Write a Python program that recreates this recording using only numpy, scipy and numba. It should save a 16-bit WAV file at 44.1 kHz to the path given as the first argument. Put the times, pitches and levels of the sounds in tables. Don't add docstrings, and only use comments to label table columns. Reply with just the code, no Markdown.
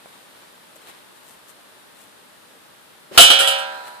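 import sys
import numpy as np
from scipy import signal
from scipy.fft import rfft, irfft
from scipy.io import wavfile
from scipy.ndimage import uniform_filter1d
from numba import njit

SR = 44100
rng = np.random.default_rng(int(sys.argv[2]) if len(sys.argv) > 2 else 0)


def int16_out(signal):
    q = np.round(np.clip(np.atleast_2d(signal).T, -1, 1) * 32767)
    wavfile.write(sys.argv[1], SR, q.astype(np.int16))


N = 176400
T = np.arange(N) / SR

# (time [s], ring [dB], ring tilt [dB/octave], thud [dB], clash [dB], rattle [dB],
# contact length [s])
GATE_BLOWS = [(3.1762, -2, 0, -16, 7, -1, 0.0023), (3.204, -5.5, 2.5, -29, -0.5, 2, 0.0027),
              (3.3014, -5.5, -1.5, -21.5, -4, -11, .0012), (3.389, -11.5, -3, -31, -18.5, -16.5, 0.0013),
              (3.399, -5, -7, -39, -13, -17, .004), (3.469, -14.5, -1.5, -63, -21, -18.5, 0.0088),
              (3.58, -43.5, 1.5, -55, -52, -38, .006)]
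CLASH_PAN_DB, RATTLE_PAN_DB = -3, 8.5


def undb(db):
    return 10 ** (np.asarray(db) / 20)


def pan(db):
    return undb(np.clip(np.array([[db], [-db]]), -11, 11) / 2)


def on_log(points, hz):
    point_hz, db = np.array(points).T
    return np.interp(np.log(hz + 1), np.log(point_hz), db)


def wander(count, size):
    smooth = uniform_filter1d(rng.standard_normal(count), size)
    return smooth / smooth.std()


def fade(start, rise, t60):
    age = np.maximum(T - start, 0)
    return np.minimum(age / rise, 1) * np.exp(-np.log(1000) * age / t60)


def noise(colour, likeness):
    mid, side = rng.standard_normal((2, N))
    white = np.sqrt(1 + likeness) * mid + np.sqrt(1 - likeness) * side * np.array([[1], [-1]])
    bin_hz = np.arange(N // 2 + 1) * SR / N
    coloured = irfft(rfft(white) * undb(on_log(colour, bin_hz)), N)
    return coloured / coloured.std()


def night_air(level_db=-48.5, sink_db_per_s=0.27):
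    # (frequency [Hz], relative level [dB])
    air_colour = [(15, -55), (25, -25), (120, -10.5), (189, -4), (358, -4.5), (506, -3.5), (549, -4),
                  (594, -1), (735, -7.5), (796, -3), (1160, -4), (1770, -5.5), (2250, -10), (3730, -9),
                  (6190, -18.5), (9470, -13), (14500, -20)]
    return undb(level_db - sink_db_per_s * (T - T.mean())) * noise(air_colour, 0.05) * pan(1)


def rustles(grain_db=3):
    # (peak time [s], half-width [s], crunch [dB], hiss [dB])
    stirs = [(0.134, 0.091, -49.5, -56.5), (.41, .06, -49, -57), (.765, .008, -55.5, -49),
             (0.824, 0.0055, -51, -56), (0.891, .014, -44.5, -47.5), (0.918, 0.088, -47.5, -57.5),
             (1.17, 0.012, -59, -51), (1.30, 0.045, -52.5, -49), (1.499, 0.012, -49, -45),
             (2.013, 0.037, -51, -50), (3.84, 0.17, -46, -52.5), (3.883, 0.012, -50, -50.5)]
    # (frequency [Hz], relative level [dB])
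    crunch_colour = [(150, -13), (400, 4), (1800, 0), (4000, -1), (6000, -16.5), (14000, -40)]
    hiss_colour = [(2000, -40), (6000, -5), (8500, 1), (13000, -5), (15000, -4)]
    crunch = hiss = 0
    for peak, width, crunch_db, hiss_db in stirs:
        swell = np.exp(-.5 * ((T - peak) / width) ** 2)
        crunch += undb(crunch_db) * swell
        hiss += undb(hiss_db) * swell
    grain = undb(grain_db * (wander(N, size=60) - 1.5))
    return grain * (crunch * noise(crunch_colour, 0.15) * pan(0.85)
                    + hiss * noise(hiss_colour, 0.077) * pan(11))


def knocks(noisiness=0.81):
    # (time [s], level [dB], rise [s], pitch [Hz])
    taps = [(0.058, -37.5, 0.00091, 670), (0.757, -51, .004, 594), (1.58, -55, 0.01, 700),
            (2.552, -55, 0.011, 450), (3.11, -36.5, .007, 379)]
    out = 0
    for start, db, rise, hz in taps:
        age = np.maximum(T - start, 0)
        colour = [(hz / 4, -20), (hz * 0.57, 0), (hz * 1.5, -2), (hz * 4, -22), (hz * 16, -50)]
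        body = np.sin(2 * np.pi * hz * age) + noisiness * noise(colour, 0.27)
        out += undb(db) * age / rise * np.exp(1 - age / rise) * body
    return out


def yard_echo(source, level_db=-33):
    # (frequency [Hz], relative level [dB])
    echo_colour = [(60, -29), (200, -6), (700, -3.5), (1600, 3.5), (2300, -4), (3000, -28), (4100, -3.5),
                   (6000, -16), (14000, -28)]
    response = noise(echo_colour, 0.073) * fade(start=0.085, rise=0.06, t60=1.6)
    response /= np.sqrt(np.sum(response ** 2) / 2)
    return undb(level_db) * signal.fftconvolve(source, response, axes=1)[:, :N]


def gate_slide():
    # (time [s], level [dB])
    swell = [(3.111, -72), (3.14, -37.5), (3.156, -32), (3.177, -30.5), (3.19, -73)]
    # (frequency [Hz], relative level [dB])
    scrape_colour = [(100, -12), (350, 3.5), (1500, -5), (3000, -4.5), (6000, -12.5), (14000, -18)]
    times, db = np.array(swell).T
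    return np.interp(T, times, undb(db), left=0, right=0) * noise(scrape_colour, 0.098)


def gate_squeals(level_db=-17, jitter=.018):
    # (time [s], length [s], start [Hz], middle [Hz], end [Hz], relative level [dB])
    glides = [(3.40, .07, 1700, 1860, 1930, -6), (3.41, .08, 3150, 3340, 3140, 0),
              (3.395, .042, 2950, 2860, 2820, -2)]
    out = 0
    for start, length, *path_hz, db in glides:
        progress = np.clip((T - start) / length, 0, 1)
        waver = np.array([wander(N, size=60) for _ in range(2)])
        glide_hz = np.polyval(np.polyfit([0, .5, 1], path_hz, 2), progress)
        phase = 2 * np.pi * np.cumsum(glide_hz * (1 + jitter * waver), axis=1) / SR
        arch = 2 * np.sqrt(progress * (1 - progress))
        out += undb(db + level_db) * arch * np.sin(phase)
    return out * pan(-11)


def chatter(colour, likeness, ripple_db=3, ripple_hz=54.7, grit_db=1):
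    resonances = undb(ripple_db * wander(N // 2 + 1, size=int(ripple_hz * N / SR)))
    resonant = irfft(rfft(noise(colour, likeness)) * resonances, N)
    gritty = resonant * undb(grit_db * wander(N, size=130))
    return gritty / gritty.std()


def gate_crash():
    # (frequency [Hz], relative level [dB])
    thud_colour = [(25, -24), (45, -9), (75, -12), (120, -2), (200, -9), (290, 8), (480, 3.5), (800, -21),
                   (2000, -36)]
    clash_colour = [(150, -52), (350, -5.5), (600, 1), (1050, -5), (1400, 4), (1900, -9), (2400, -5.5),
                    (3000, 1.5), (4100, -1), (5500, -11.5), (9000, -25), (15000, -52)]
    rattle_colour = [(2000, -60), (5000, -6), (6500, -8.5), (8000, 1), (10000, -0.5), (12500, -7),
                     (14200, -13), (16000, -40)]
    thud = clash = rattle = 0
    for start, _, _, thud_db, clash_db, rattle_db, contact in GATE_BLOWS:
        thud = np.hypot(thud, undb(thud_db) * fade(start, contact, t60=0.14))
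        clash = np.hypot(clash, undb(clash_db) * fade(start, contact / 2, t60=0.27))
        rattle = np.hypot(rattle, undb(rattle_db) * fade(start, contact, t60=0.24))
    return (thud * noise(thud_colour, .05)
            + clash * chatter(clash_colour, 0.26) * pan(CLASH_PAN_DB)
            + rattle * chatter(rattle_colour, .05) * pan(RATTLE_PAN_DB))


def gate_mode(hz, lowest_hz, t60, pan_db, scatter_db, phase_spread):
    grind_start_s, grind_end_s, choke_db_per_octave = 3.385, 3.48, 0.83
    waver_hz_per_octave, left_lag_s = 4.22, 0.000256
    first = int(GATE_BLOWS[0][0] * SR)
    t = T[first::16]
    octaves = np.log2(hz / lowest_hz)
    loss_db = lambda time: np.interp(time, [grind_start_s, grind_end_s], [0, choke_db_per_octave * octaves])
    energy = 0
    for start, db, tilt, *_, contact in GATE_BLOWS:
        age = np.maximum(t - start, 0)
        strike_db = db + tilt * octaves + scatter_db * rng.standard_normal()
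        ringing = undb(strike_db + loss_db(start) - loss_db(t)) * np.exp(-np.log(1000) * age / t60)
        energy += np.minimum(age / contact, 1) * ringing ** 2
    waver_hz = waver_hz_per_octave * octaves * wander(len(t), size=60) * (t < grind_end_s)
    drift = np.interp(T[first:], t, np.cumsum(waver_hz) * (t[1] - t[0]))
    mic_time = T[first:] - np.array([[left_lag_s], [0]])
    phase = 2 * np.pi * (hz * mic_time + drift + rng.random()) + phase_spread * rng.standard_normal((2, 1))
    envelope = np.interp(T[first:], t, np.sqrt(energy))
    return np.pad(pan(pan_db) * envelope * np.sin(phase), ((0, 0), (first, 0)))


def gate_ring(weak_count=130):
    strong_modes = {546: (-13.5, 0.9, -2), 618: (-24.5, 1.35, -6), 772: (-17.5, 1.21, 0),
                    851: (-29, 1.8, 9.5), 975: (-29, 2.78, -7.9), 1050: (-37.5, 2, 9), 1281: (-22, 1, 10),
                    1330: (-21.5, 1.4, 3.7), 1373: (-13.5, 0.78, -2), 1440: (-6.5, 0.16, 16.5),
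                    1591: (-17, 0.94, -17), 1744: (-20, 1, 7), 2073: (-26, .9, -6), 2366: (-6, 0.63, -5),
                    2562: (-16.5, 0.83, -8), 2691: (-10.5, 0.52, -24.5), 2968: (6.9, 0.4, -7.5),
                    3102: (0, 0.26, -12), 3170: (-8, 0.5, -10), 3335: (-15, .55, -21), 3535: (-12, .45, -8),
                    3622: (-9.5, 0.6, -10), 3807: (-11, 0.31, -15), 3959: (-8, 0.44, -16),
                    4226: (-10.5, 0.48, -13.5), 4802: (-23, 0.41, -2.3), 4899: (-21, 0.35, -2.2),
                    5324: (-18, .5, 0), 5782: (-14, 0.49, 0), 7520: (-13, .28, 5.9), 7945: (-9.5, 0.21, 12),
                    9855: (-5.5, 0.14, 13), 10143: (-12, 0.13, 11)}
    # (frequency [Hz], level [dB])
    shimmer = [(1100, -40), (1400, -42), (2000, -30), (2700, -19), (3200, -10.5), (4300, -25),
               (5200, -23.5), (8000, -26.5), (12000, -35.5), (14000, -37)]
    lowest_hz = min(strong_modes)
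    out = 0
    for hz, (db, t60, pan_db) in strong_modes.items():
        out += undb(db) * gate_mode(hz, lowest_hz, t60, pan_db, scatter_db=0.65, phase_spread=0.36)
    places = np.linspace(0, 1, weak_count) + rng.random(weak_count) / weak_count
    weak_hz = (np.sqrt(1100) + places * (np.sqrt(14000) - np.sqrt(1100))) ** 2
    for hz, strength, lean in zip(weak_hz, *rng.standard_normal((2, weak_count))):
        db = on_log(shimmer, hz) + 3.6 * strength
        t60 = 0.96 * (1000 / hz) ** 0.51
        pan_db = np.interp(hz, [4500, 7500], [CLASH_PAN_DB, RATTLE_PAN_DB]) + 3 * lean
        out += undb(db) * gate_mode(hz, lowest_hz, t60, pan_db, scatter_db=4, phase_spread=1.4)
    return out


def scene():
    gate = gate_ring() + gate_crash() + gate_squeals() + gate_slide()
    return gate + yard_echo(gate) + knocks() + rustles() + night_air()


@njit
def follow_level(rectified, attack_s, release_s):
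    out, level = np.empty(len(rectified)), 0.
    for i, sample in enumerate(rectified):
        level += (sample - level) / (SR * (attack_s if sample > level else release_s))
        out[i] = level
    return out


def record(dry):
    threshold_db, ratio = -12.5, 2.07
    level = follow_level(np.abs(dry).mean(axis=0), attack_s=0.022, release_s=0.082)
    gain = np.maximum(level / undb(threshold_db), 1) ** (1 / ratio - 1)
    clipped = np.clip(dry * gain, -1, 1)
    rumble_cut = signal.butter(2, 40, "high", fs=SR, output="sos")
    top_cut = signal.ellip(8, .2, 70, 14700, fs=SR, output="sos")
    return np.clip(signal.sosfilt(top_cut, signal.sosfilt(rumble_cut, clipped)), -1, 1)


dry = scene()
out = record(dry)
int16_out(out)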